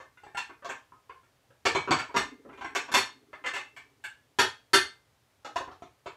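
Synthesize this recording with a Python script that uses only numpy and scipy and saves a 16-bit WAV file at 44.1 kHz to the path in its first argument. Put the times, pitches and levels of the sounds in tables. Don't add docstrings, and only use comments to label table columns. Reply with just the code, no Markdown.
import sys
import numpy as np
from scipy import signal
from scipy.fft import rfft, irfft
from scipy.io import wavfile

SR = 44100
rng = np.random.default_rng(int(sys.argv[2]) if len(sys.argv) > 2 else 0)


def bounce(signal):
    frames = np.transpose(np.atleast_2d(signal))
    limited = np.clip(frames, -1, 1)
    pcm = np.round(limited * 32767).astype(np.int16)
    wavfile.write(sys.argv[1], SR, pcm)


N = 271656

# t/s, blow on ware/dB, blow on wood/dB, brightness/dB, ringing/dB,
# board note f/Hz, hollow note f/Hz, rim note f/Hz, glaze note f/Hz
IMPACTS = [(0.001, -44, -56, -11, -8.5, 528, 1142, 2100, 3500),
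           (0.173, -54.5, -85, -17.5, 0.5, 382, 1450, 2650, 3560),
           (0.235, -55.5, -61, -8, 2.5, 440, 833, 2664, 7890),
           (0.265, -58.5, -65, -23, 6, 430, 850, 2357, 3380),
           (0.347, -41, -61, -18, 4, 425, 824, 1390, 8020),
           (0.371, -27, -45, -6.5, -9.5, 446, 1350, 2707, 8020),
           (0.495, -48.5, -53.5, -29, -3.5, 425, 1110, 2050, 3700),
           (0.623, -55, -59, -16, -4, 570, 1200, 1960, 3700),
           (0.646, -41.5, -33.5, 1.5, -19.5, 695, 940, 2110, 5700),
           (0.692, -27, -48.5, -13, -9.5, 440, 2080, 1500, 7375),
           (0.921, -68.5, -58, -30, 0.5, 482, 1040, 1261, 3300),
           (1.095, -47, -54.5, -22, -2, 436, 1053, 1740, 4700),
           (1.232, -68.5, -75, -8, 2, 390, 1380, 2277, 3300),
           (1.504, -64.5, -67, -35, -0.5, 505, 1290, 1640, 3300),
           (1.653, -18, -26.5, -3.5, -7.5, 360, 775, 4446, 6955),
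           (1.748, -23.5, -29, -6.5, -6.5, 396, 1250, 2271, 4128),
           (1.875, -36.5, -29, -11, -20, 414, 734, 1540, 4500),
           (1.908, -20, -23.5, -3, -6.5, 330, 763, 1560, 4532),
           (1.986, -29, -45, -7, -9, 392, 1369, 2217, 7950),
           (2.09, -48, -44, -27, -11.5, 294, 1100, 2270, 3700),
           (2.143, -34.5, -22.5, -2.5, -29, 406, 1080, 1730, 3700),
           (2.163, -21.5, -35, -3.5, -5, 395.4, 1199, 2099, 5528),
           (2.45, -68.5, -42, -27, -27, 370, 950, 1580, 3500),
           (2.49, -50.5, -49, -33, -7, 266, 940, 1550, 3500),
           (2.529, -49, -66, -20, -1.5, 386, 1090, 2410, 3500),
           (2.576, -45, -57, -12, -25, 300, 1060, 2080, 4470),
           (2.61, -37.5, -39.5, -11, -7, 577, 1063, 2100, 4470),
           (2.645, -39.5, -52.5, -16, 2, 326, 1057, 2096, 5577),
           (2.75, -20.5, -40.5, -6.5, -13.5, 390, 936, 5517, 3550),
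           (2.882, -41, -42, -11, -19, 312, 945, 2720, 5510),
           (2.917, -30, -45, -1.5, -8, 320, 1088, 3600, 7800),
           (2.94, -15.5, -29, -1.5, -10, 376, 1040, 2138, 5507),
           (2.966, -23, -41.5, -2, -5, 385, 1960, 4263, 5512),
           (3.33, -42.5, -52.5, -18.5, -3, 600, 1060, 2083, 4462),
           (3.44, -30, -47, -18.5, -12, 503, 1240, 2083, 3563),
           (3.46, -25.5, -43, -8.5, -8.5, 508, 1340, 2070, 7760),
           (3.535, -29, -51.5, -8, -5, 404, 744, 2670, 7830),
           (3.557, -27.5, -48.5, -8.5, -17, 410, 850, 2089, 5200),
           (3.764, -40, -62.5, -10, -9, 614, 1410, 2304, 7900),
           (4.039, -32, -69, -12.5, -6, 374, 870, 1697, 7730),
           (4.387, -16.5, -27, -0.5, -6, 381.5, 949, 3272, 6611),
           (4.733, -16, -29.5, 1, -3.5, 400, 1354, 2085, 4570),
           (5.447, -40.5, -37.5, 1, -16.5, 568, 838, 1280, 4100),
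           (5.558, -30.5, -28.5, -2, -14.5, 709, 1050, 2950, 4085),
           (5.606, -63.5, -44, -20, 3, 546, 1000, 1507, 3200),
           (5.676, -52.5, -40.5, -29, -4, 490, 731, 1700, 3200),
           (5.712, -53.5, -51.5, -2.5, -18, 750, 1220, 2220, 4100),
           (5.822, -51.5, -44, -2.5, -8.5, 726, 900, 2320, 4100),
           (6.059, -39, -36.5, -6.5, -12, 723, 1395, 2260, 3300)]
# lower f/Hz, upper f/Hz
IMPACT_BANDS = [(550, 1400), (55, 190), (215, 550), (1400, 3000), (3000, 6500), (6500, 8800), (8800, 14500)]
# f/Hz, width/Hz, gain/dB
MODE_GAPS = [(650, 490, -5.5), (4860, 430, -7), (5880, 470, -6.5), (8700, 1100, -13.5), (10930, 480, -19.5),
             (13600, 930, -15.5)]
# f/Hz, level/dB, T60/s
WARE_MODES = [(920, -16.5, 0.13), (1345, -9.5, 0.17), (1633.5, 3, 0.08), (1792, 4.5, 0.03),
              (2188, -5.5, 0.12), (2076, -8, 0.16), (5560, -6, 0.13), (3036, -5.5, 0.057),
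              (3250, -10, 0.11), (3654, 0, 0.11), (4326, -2.5, 0.14), (4560, -5, 0.24), (6340, -2, 0.17),
              (6760, -3, 0.073), (7690, 2.5, 0.17), (8060, -1, 0.14), (9890, 8, 0.069), (11170, -1.5, 0.08),
              (12500, -12.5, .12), (14450, -15, .14)]
# f/Hz, level/dB, T60/s
WOOD_MODES = [(260, -11, 0.15), (302, -11.5, 0.099), (384.6, -7.5, 0.086), (444, -10, 0.64),
              (844, -18, 0.18), (1016, -12.5, 0.21)]
# level/dB, T60/s, multiplier of the impact's ringing level
NOTE_MODES = [(24.5, 0.094, 0.85), (20.5, 0.12, 1.61), (17, 0.39, 1.07), (20.5, 0.14, 1.8)]
# f/Hz, T60/s
REVERB_TIMES = [(100, 0.22), (400, 0.23), (1200, 0.26), (4000, 0.27), (9000, 0.23), (15000, 0.16)]
# f/Hz, relative level/dB
FRIDGE_SPECTRUM = [(25, -22.5), (43, -3), (84, -3), (117, 4), (185, -11), (256, -9.5), (659, -9.5),
                   (818, -10.5), (5570, -21), (16000, -29.5)]
# t/s, level/dB
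THROB_ENVELOPE = [(2.25, -51), (2.42, -56.5), (2.7, -59), (3.3, -65.5), (3.899, -73), (4.353, -81)]
# f/Hz, width/Hz, relative level/dB
THROB_RESONANCES = [(278, 53, 13.5), (412, 56, 10.5)]


def amp(db):
    return 10 ** (np.asarray(db) / 20)


def at_hz(points, hz):
    known_hz, values = np.transpose(points)
    return np.interp(np.log(hz), np.log(known_hz), values)


def band(x, low_hz, high_hz):
    return signal.sosfilt(signal.butter(2, [low_hz, high_hz], "band", fs=SR, output="sos"), x + 1e-18)


def nearest_band(hz):
    return np.argmin(np.abs(np.log(hz ** 2 / np.prod(IMPACT_BANDS, axis=1))))


def chatter(count=6, spread_s=0.008, growth=0.2):
    start_s, blow_db = np.array(IMPACTS).T[:2, :, None]
    draw = rng.random((len(start_s), 2 * count))
    late = draw[:, :count] * (np.arange(count) > 0)
    sizes = np.exp(-1.5 * late) * (1 + draw[:, count:])
    sizes[:, 0] *= 0.55
    sizes /= np.sqrt(np.sum(sizes ** 2, axis=1, keepdims=True))
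    touch_s = start_s + late * spread_s * amp(growth * (blow_db - blow_db.mean()))
    return np.clip((touch_s * SR).astype(int), 0, N - 1), sizes


def impulses(onsets, sizes, level_db):
    return np.bincount(onsets.ravel(), (sizes * amp(level_db)[:, None]).ravel(), N)


def impact_spectra(stiff_hz=492, stiff_db_per_octave=17):
    ware, wood, bright, _, board_hz = np.array(IMPACTS)[:, 1:6].T
    stiffness_db = stiff_db_per_octave * np.maximum(np.log2(board_hz / stiff_hz), 0)
    knock = 8.5 + 0.54 * wood + 0.46 * ware
    thud = wood - stiffness_db
    boom = 6.5 + 1.545 * thud
    tick = ware - 11 + bright + 0.22 * (ware - wood)
    sparkle = tick - 15.5 + 0.73 * np.minimum(ware - wood, 30)
    sparkle += 1.5 * np.maximum(bright, -8) + stiffness_db
    return np.stack([knock, boom, thud, ware, ware + bright, tick, sparkle], axis=1)


def crack(onsets, sizes, levels, gain_db=21):
    out = np.zeros(N)
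    for (low, high), level in zip(IMPACT_BANDS, levels.T):
        clicks = impulses(onsets, sizes, level + gain_db)
        out += band(band(clicks, low, high), low, high) * np.sqrt(SR / 2 / (high - low))
    for hz, width_hz, gap_db in MODE_GAPS:
        radius = np.exp(-np.pi * width_hz / SR)
        feedback = [1, -2 * radius * np.cos(2 * np.pi * hz / SR), radius ** 2]
        in_gap = signal.lfilter(np.array([1, 0, -1]) * (1 - radius ** 2) / 2, feedback, out)
        out += (amp(gap_db) - 1) * in_gap
    return out


def modal_excitation(levels, ware_db=13, wood_db=8, spot_spread_db=3, favour_db=8, favour_width=0.026):
    ringing_db, note_hz = np.array(IMPACTS)[:, 4], np.array(IMPACTS)[:, 5:8]
    modes = WARE_MODES + WOOD_MODES
    strengths = spot_spread_db * rng.standard_normal((len(levels), len(modes)))
    for k, (hz, mode_db, _) in enumerate(modes):
        nearness = np.exp(-(np.log(hz / note_hz) / favour_width) ** 2).max(axis=1)
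        body_db = ware_db + ringing_db if k < len(WARE_MODES) else wood_db
        strengths[:, k] += levels[:, nearest_band(hz)] + body_db + mode_db + favour_db * nearness
    return strengths


def held_modes(onsets, sizes, strengths, gain_db=3):
    out = np.zeros(N)
    for (hz, _, _), strength_db in zip(WARE_MODES + WOOD_MODES, strengths.T):
        half_width_hz = 45 + 0.012 * hz
        clicks = impulses(onsets, sizes, strength_db + gain_db)
        out += band(clicks, hz - half_width_hz, hz + half_width_hz) * np.sqrt(SR / 4 / half_width_hz)
    return out


def free_modes(onsets, strengths, piece_spread=0.012, swell_hz=48.6):
    t = np.arange(SR // 3) / SR
    tuning = 1 + piece_spread * rng.standard_normal(strengths.shape)
    swell = 1 - np.exp(-2 * np.pi * swell_hz * t)
    out, tones = np.zeros(N + SR), 0
    for k, (hz, _, t60) in enumerate(WARE_MODES + WOOD_MODES):
        decay = amp(-60 * t / t60) * np.sqrt(4 * np.log(1000) / (t60 * SR))
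        tones += amp(strengths[:, [k]]) * swell * decay * np.sin(2 * np.pi * hz * tuning[:, [k]] * t)
    for start, tone in zip(onsets[:, 0], tones):
        out[start:start + len(t)] += tone
    return out[:N]


def resonator(clicks, hz, t60):
    radius, angle = amp(-60 / (t60 * SR)), 2 * np.pi * hz / SR
    gain = np.sin(angle) * np.sqrt(2 * (1 - radius ** 2))
    return signal.lfilter([0, gain], [1, -2 * radius * np.cos(angle), radius ** 2], clicks + 1e-18)


def beating_notes(onsets, sizes, levels, split=0.0049):
    out = np.zeros(N + SR)
    detunings = 1 + split * rng.standard_normal((len(IMPACTS), len(NOTE_MODES)))
    for impact, touches, size, level, detuning in zip(IMPACTS, onsets, sizes, levels, detunings):
        _, _, wood_db, _, ringing_db, *note_hz = impact
        start = touches[0]
        clicks = np.bincount(touches - start, size, SR // 3)
        stiffness_db = wood_db - level[2]
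        drives = [wood_db + stiffness_db] + [level[nearest_band(hz)] for hz in note_hz[1:]]
        for hz, ratio, drive_db, (note_db, t60, share) in zip(note_hz, detuning, drives, NOTE_MODES):
            pair = resonator(clicks, hz, t60) + 0.5 * resonator(clicks, hz * ratio, t60 / 2)
            out[start:start + len(clicks)] += amp(drive_db + share * ringing_db + note_db) * pair
    return out[:N]


def kitchen(x, places=3, direct_db=-10.5, build_up_s=0.0025, wander_s=1.1):
    t = np.arange(int(0.6 * SR)) / SR
    edges_hz = 50 * 2 ** np.arange(0, 8.5, 0.25)
    white = rng.standard_normal((2, places, len(t)))
    tails = 0
    for k, (low, high) in enumerate(zip(edges_hz, edges_hz[1:])):
        t60 = at_hz(REVERB_TIMES, np.sqrt(low * high))
        echoes = band(white[k % 2], low, high) * amp(-60 * t / t60) * (1 - np.exp(-t / build_up_s))
        tails += echoes * np.sqrt((high - low) / np.sum(echoes ** 2, axis=1, keepdims=True))
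    tails /= np.sqrt(np.sum(tails ** 2, axis=1, keepdims=True))
    weights = np.cos(np.pi * (np.arange(N) / SR / wander_s - np.arange(places)[:, None] / places)) ** 2
    weights /= np.sqrt(np.sum(weights ** 2, axis=0))
    return amp(direct_db) * x + signal.fftconvolve(x * weights, tails, axes=1)[:, :N].sum(axis=0)


def fridge(level_db=-68.5):
    hz = np.arange(N // 2 + 1) * SR / N + 1
    noise = irfft(rfft(rng.standard_normal(N)) * amp(at_hz(FRIDGE_SPECTRUM, hz)), N)
    return amp(level_db) * noise / noise.std()


def throb(pulse_hz=15.7, depth=0.7, crest_s=3.23):
    t = np.arange(N) / SR
    level_db = np.interp(t, *np.transpose(THROB_ENVELOPE), left=-120, right=-120)
    noise = sum(amp(db) * band(rng.standard_normal(N), hz - width / 2, hz + width / 2)
                for hz, width, db in THROB_RESONANCES)
    pulse = 1 + depth * np.cos(2 * np.pi * pulse_hz * (t - crest_s))
    return amp(level_db) * pulse * noise / noise.std()


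def scene():
    onsets, sizes = chatter()
    levels = impact_spectra()
    strengths = modal_excitation(levels)
    cracks = crack(onsets, sizes, levels) + held_modes(onsets, sizes, strengths)
    rings = free_modes(onsets, strengths)
    notes = beating_notes(onsets, sizes, levels)
    room = kitchen(cracks + amp(2) * rings + amp(-2.5) * notes)
    return (room + amp(-1) * rings + notes + fridge() + throb())[None]


def record(dry, bass_cut_hz=52, stopband_hz=16274):
    thin = signal.sosfilt(signal.butter(4, bass_cut_hz, "high", fs=SR, output="sos"), dry)
    return signal.sosfilt(signal.cheby2(14, 60, stopband_hz, fs=SR, output="sos"), thin)


dry = scene()
out = record(dry)
bounce(out)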